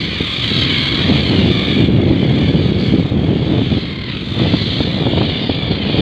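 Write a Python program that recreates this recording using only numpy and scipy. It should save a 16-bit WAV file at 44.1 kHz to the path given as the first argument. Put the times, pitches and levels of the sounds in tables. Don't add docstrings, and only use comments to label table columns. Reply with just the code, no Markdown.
import sys
import numpy as np
from scipy import signal
from scipy.fft import rfft, irfft, next_fast_len
from scipy.io import wavfile
from scipy.ndimage import uniform_filter1d, minimum_filter1d

SR = 44100
rng = np.random.default_rng(int(sys.argv[2]) if len(sys.argv) > 2 else 0)


def unload_audio(sound):
    columns = np.transpose(np.atleast_2d(sound))
    steps = np.round(np.clip(columns, -1, 1) * 32767)
    wavfile.write(sys.argv[1], SR, steps.astype(np.int16))


N = 265041
T = np.arange(N) / SR

# (time [s], level of the shrill core [dB], overtones against the core [dB], low harmonics against the core [dB])
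COLONY_LEVELS = [(0.04, -23.5, -26.5, -4.5), (0.09, -25.5, -27, -3), (0.6, -17.5, -26.5, -9.5),
                 (0.7, -18, -29, -4.5), (1.38, -23, -27.5, -6), (1.69, -22, -29, -4),
                 (1.86, -25.5, -28, -4.5), (1.89, -33, -29, -5), (2.42, -27.5, -27, -3),
                 (2.74, -30.5, -27, -7.5), (2.87, -28.5, -23.5, -3.5), (3.13, -35.5, -26.5, -8),
                 (3.76, -27.5, -29, -7), (3.98, -33.5, -29, -1.5), (4.11, -28.5, -33.5, -3.5),
                 (4.29, -31, -24, -9.5), (4.41, -24.5, -29, -6), (4.77, -22.5, -29, -10.5),
                 (4.97, -27, -29.5, -6.5), (5.28, -23.5, -35, -8.5), (5.8, -26.5, -36, -6.5),
                 (5.98, -23, -35, -8)]
# (time [s], length [s], middle pitch [Hz], rattle speed [puffs per s],
# throat resonance [Hz], level against the other near calls [dB])
NEAR_CALLS = [ (0.1, 0.069, 1074, 75, 4300, -9.5), (.17, .19, 1163, 42, 3500, -4.5),
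              (0.549, .11, 1263, 43, 3830, -5.5), (0.764, .14, 1023, 100.2, 4140, -7),
              (2.142, .14, 1018, 45, 3110, -3.5), (2.325, .17, 1172, 45, 2350, -9.5),
              (2.594, .13, 1258, 72, 3700, -2), (2.773, .13, 1140, 81, 4460, -3.5),
              (2.989, .17, 1237, 32, 3760, -0.5), (3.166, .14, 1083, 40, 3160, -4.5),
              (3.844, .32, 1037, 42, 2170, 0.5), (4.07, .17, 1282, 59, 2590, 0.5),
              (4.228, .22, 1174, 44, 3470, -3.5), (4.893, .15, 985, 63, 4000, -4),
              (5.525, .17, 1132, 25, 3350, -7), (5.697, 0.078, 1397, 89, 4060, -3.5)]
# (frequency [Hz], relative level [dB])
THROAT_COLOUR = [(700, -4), (1000, -8.5), (1170, -8), (1400, -7.5), (1700, -0.5), (1950, -1.5), (2230, 3),
                 (2450, 0), (2700, -19), (3100, -35.5)]
# (frequency [Hz], relative level [dB])
SHRILL_COLOUR = [(2300, -46.5), (2700, -9), (3000, -3.5), (3420, -0.5), (3900, -7.5), (4300, -8),
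                 (4600, -12), (4800, -20), (5000, -27), (5300, -41), (6000, -66.5)]
# (frequency [Hz], relative level [dB])
OVERTONE_COLOUR = [(4600, -15.5), (5200, 1), (5600, 0.5), (6100, 4.5), (6600, 3), (7200, 2), (8000, -5),
                   (9800, -12.5), (11400, -12.5), (12500, -20), (13500, -18), (15500, -23.5)]
# (time [s], rumble level [dB], flutter against the rumble before a shared boost [dB])
WIND_LEVELS = [(0.0, -19.5, -23), (0.17, -25.5, -13), (0.2, -22, -26), (0.35, -26.5, -14), (0.55, -18, -21),
               (0.85, -19, -23), (1.12, -13, -14.5), (1.22, -13.5, -14), (1.57, -11.5, -17.5),
               (1.66, -19, -9.5), (1.74, -12, -21), (2.09, -12, -16.5), (2.98, -12.5, -19.5),
               (3.08, -18.5, -14.5), (3.15, -16.5, -17.5), (3.58, -14.5, -14.5), (3.67, -19, -24),
               (3.73, -12.5, -16), (3.85, -22.5, -16.5), (4.23, -22.5, -24.5), (4.37, -21.5, -13.5),
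               (4.42, -13, -14), (4.55, -14, -14), (4.59, -17, -18.5), (5.12, -17.5, -8.5),
               (5.2, -13, -11.5), (5.34, -21.5, -11), (5.72, -17.5, -11.5), (5.77, -23, -11.5),
               (6.01, -14, -9)]
# (frequency [Hz], relative level [dB])
RUMBLE_COLOUR = [(12, -56), (28, -38), (50, -29), (75, -3.5), (120, 1.5), (200, -1), (300, -4.5),
                 (450, -14), (700, -37), (1500, -66), (3000, -120)]
# (frequency [Hz], relative level [dB])
FLUTTER_COLOUR = [(250, -4), (480, 2.5), (700, -1), (1000, -11.5), (1600, -23.5), (3000, -29.5),
                  (8000, -94.5)]
# (frequency [Hz], relative level [dB])
DRAUGHT_COLOUR = [(25, -18.5), (45, -9), (75, 0), (105, -3.5), (170, -21.5)]
# (frequency [Hz], relative level [dB])
SURF_COLOUR = [(100, -0.5), (400, -15), (800, -6.5), (1150, 0), (1450, -0.5), (2500, 2), (4500, -17.5),
               (5300, -25.5)]
# (frequency [Hz], relative level [dB])
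SURF_TOP_COLOUR = [(7000, -36), (9500, -50), (15000, -66)]
# (time [s], surge against the other surges [dB], tear against the other tears [dB])
EDDY_THUMPS = [(0.205, -8.5, -38), (1.098, -6.5, -31), (2.107, 2, -25), (2.937, 0.5, -34),
               (2.992, -10, -27), (3.165, -6.5, -41), (3.614, -8.5, -30), (3.751, -11.5, -31),
               (4.396, -12, -24), (4.454, -13.5, -22), (4.536, -1.5, -17), (4.802, -3.5, -21.5),
               (5.064, -9, -18.5), (5.172, -5, -19), (5.212, -14, -17.5), (5.494, -7, -20.5),
               (5.71, -7.5, -31)]
# (frequency [Hz], relative level [dB])
SURGE_COLOUR = [(30, -32), (100, 7), (260, 9.5), (600, -13.0), (1500, -46.5), (5000, -100)]
TEAR_COLOUR = [(200, -18), (520, 9.0), (1100, -5.5), (1800, -15), (6000, -74.5)]


def undb(db):
    return 10 ** (np.asarray(db) / 20)


def unit(x):
    return x / np.sqrt(np.mean(x ** 2) + 1e-18)


def curves(table):
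    times, *columns = np.transpose(table)
    return [np.interp(T, times, column) for column in columns]


def colour(x, points):
    hz, db = np.transpose(points)
    size = next_fast_len(N + 4096)
    f = np.maximum(np.fft.rfftfreq(size, 1 / SR), 1)
    skirt = np.minimum(hz[-1] / f, 1) ** 10
    gain = undb(np.interp(np.log(f), np.log(hz), db))
    return unit(irfft(rfft(x, size) * skirt * gain, size)[:N])


def steady(x, seconds):
    size = max(int(seconds * SR), 2)
    power = uniform_filter1d(uniform_filter1d(x ** 2, size), size)
    return x / np.sqrt(np.abs(power) + 1e-12)


def wander(t, rate):
    knots = rng.standard_normal(4096)
    return np.sqrt(3 / 2) * np.interp(t * rate % 4095, np.arange(4096), knots)


def add(out, s, x):
    start = int(s * SR)
    a, b = max(start, 0), min(start + len(x), N)
    if b > a:
        out[a:b] += x[a - start:b - start]


def call(length, first_hz, last_hz, rattle_hz, depth, half, throat_hz, rough,
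         arch=0.0151, chirp=0.0361, uneven=0.2016, rasp=0.48, waver=0.601,
         puff_db=3.0, throat_db=8, throat_width=0.11):
    t = np.arange(int(max(length, .02) * SR)) / SR
    u = t / t[-1]
    puffs = np.cumsum(rattle_hz * (1 + uneven * wander(t, 51.06))) / SR + rng.random()
    opening = np.sin(np.pi * puffs) ** 4
    depth = np.clip(depth, 0, 1)
    own_pitch, own_size = rng.standard_normal((2, 128))[:, puffs.astype(int) % 128]
    lift = arch * (np.sin(np.pi * u) - .5) + chirp * (opening - .5)
    jitter = rough * (waver * own_pitch + wander(t, 700))
    slide_hz = first_hz + (last_hz - first_hz) * u
    phase = np.cumsum(slide_hz * (1 + lift + jitter)) / SR
    turn = np.exp(2j * np.pi * phase)
    partial, tone = np.ones_like(turn), 0
    for k, own_db in enumerate(2.73 * rng.standard_normal(size=12), 1):
        partial = partial * turn
        lift_db = throat_db * np.exp(-(np.log(k * first_hz / throat_hz) / throat_width) ** 2)
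        shifted = partial * np.exp(2j * np.pi * rng.random())
        tone = tone + undb(own_db + lift_db) * shifted.real
    tone = tone * (1 + half * np.cos(np.pi * phase) + rasp * wander(t, 1200))
    rattle = 1 - depth + depth * opening * undb(puff_db * own_size)
    swell = np.abs(np.sin(np.pi * u)) ** .5
    return unit(tone * rattle * swell)


def chorus(count=270, pitch_hz=1130, spread=.11, fall=.07, rattle_hz=56, depth=0.62, half=0.72,
           rough=0.02386, scatter_db=1.5, throat_hz=3500):
    out = np.zeros(N)
    for k, (when, long, pitch, drop, speed, throat, near) in enumerate(rng.standard_normal((count, 7))):
        hz = pitch_hz * np.exp(spread * pitch)
        slide = fall * (1 + drop) / 2
        scream = call(.2 * np.exp(.3 * long), hz * (1 + slide), hz * (1 - slide),
                      rattle_hz * np.exp(.35 * speed), depth, half, throat_hz * np.exp(0.26 * throat), rough)
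        start = (k / count) * (T[-1] + .2) - .2 + .03 * when
        add(out, start, undb(scatter_db * near) * scream)
    return out


def terns(far_treble_db=-6):
    colony_db, facing_db, low_db = curves(COLONY_LEVELS)
    far, near = steady(chorus(), 0.11), near_birds()
    shrill = steady(colour(near + far, SHRILL_COLOUR), 0.083)
    throat = undb(low_db) * steady(colour(near + far, THROAT_COLOUR), 0.12)
    treble = near + undb(far_treble_db) * far
    overtones = undb(facing_db) * steady(colour(treble, OVERTONE_COLOUR), 0.081)
    return undb(colony_db) * (shrill + throat + overtones)


def wind(flutter_db=1.0, churn_db=2.0, churn_rate=70, whirls_per_s=420, whirl_spread_db=4.0,
         rumble_smooth=0.96, flutter_smooth=0.49, buffet_db=1.37, buffet_rate=16):
    gust_db, bright_db = curves(WIND_LEVELS)
    churn = undb(churn_db * wander(T, churn_rate))
    size = rng.choice([-1, 1], N) * undb(whirl_spread_db * rng.standard_normal(N))
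    whirls = unit((rng.random(N) < whirls_per_s / SR) * size)
    rumble = colour(churn * (whirls + rumble_smooth * rng.standard_normal(N)), RUMBLE_COLOUR)
    flutter = colour(churn * (whirls + flutter_smooth * rng.standard_normal(N)), FLUTTER_COLOUR)
    rumble, flutter = steady(rumble, .045), steady(flutter, .06)
    buffet = buffet_db * wander(T, buffet_rate)
    return undb(gust_db + buffet) * (rumble + undb(flutter_db + bright_db) * flutter)


def draught(level_db=-24.0, follow=0.32):
    gust_db, _ = curves(WIND_LEVELS)
    rumble = steady(colour(rng.standard_normal(N), DRAUGHT_COLOUR), 0.11)
    return rumble * undb(level_db + follow * gust_db)


def surf(level_db=-37.5, swell_db=1, flicker_db=1):
    hiss = colour(rng.standard_normal(N), SURF_COLOUR + SURF_TOP_COLOUR)
    return hiss * undb(level_db + swell_db * wander(T, 1.8) + flicker_db * wander(T, 16))


def near_birds(level_db=1, sag_octaves_per_s=.45, depth=0.62, half=.5, rough=0.01586):
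    out = np.zeros(N)
    for s, length, hz, rattle_hz, throat_hz, db in NEAR_CALLS:
        slide = 2 ** (sag_octaves_per_s * length / 2)
        scream = call(length, hz * slide, hz / slide, rattle_hz, depth, half, throat_hz, rough,
                      chirp=.07, uneven=0.13, rasp=0.49, puff_db=2.0)
        add(out, s, undb(level_db + db) * scream)
    return out


def eddies(surge_rise_s=0.0048, tear_rise_s=0.003, surge_db=-4, tear_db=3):
    surge, tear = np.zeros(N), np.zeros(N)
    age = T[:SR // 10]
    surge_shape = age / surge_rise_s * np.exp(1 - age / surge_rise_s)
    tear_shape = age / tear_rise_s * np.exp(1 - age / tear_rise_s)
    for s, low_db, high_db in EDDY_THUMPS:
        add(surge, s - .002, undb(low_db + surge_db) * surge_shape)
        add(tear, s, undb(high_db + tear_db) * tear_shape)
    low = colour(rng.standard_normal(N), SURGE_COLOUR)
    high = colour(rng.standard_normal(N), TEAR_COLOUR)
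    return surge * steady(low, 0.015) + tear * steady(high, 0.014)


def scene():
    return (terns() + wind() + draught() + surf() + eddies())[None]


def record(dry, bass_hz=38, top_hz=15500):
    heard = signal.sosfilt(signal.butter(3, bass_hz, "high", fs=SR, output="sos"), dry)
    room = np.minimum(1, .95 / (np.abs(heard) + 1e-9))
    gain = uniform_filter1d(uniform_filter1d(minimum_filter1d(room, size=441), size=221), size=221)
    fade = np.sin(np.pi / 2 * np.minimum(1, np.minimum(T, T[-1] - T) / .004)) ** 2
    top_cut = signal.ellip(8, .2, 70, top_hz, fs=SR, output="sos")
    return signal.sosfilt(top_cut, heard * gain * fade)


dry = scene()
out = record(dry)
unload_audio(out)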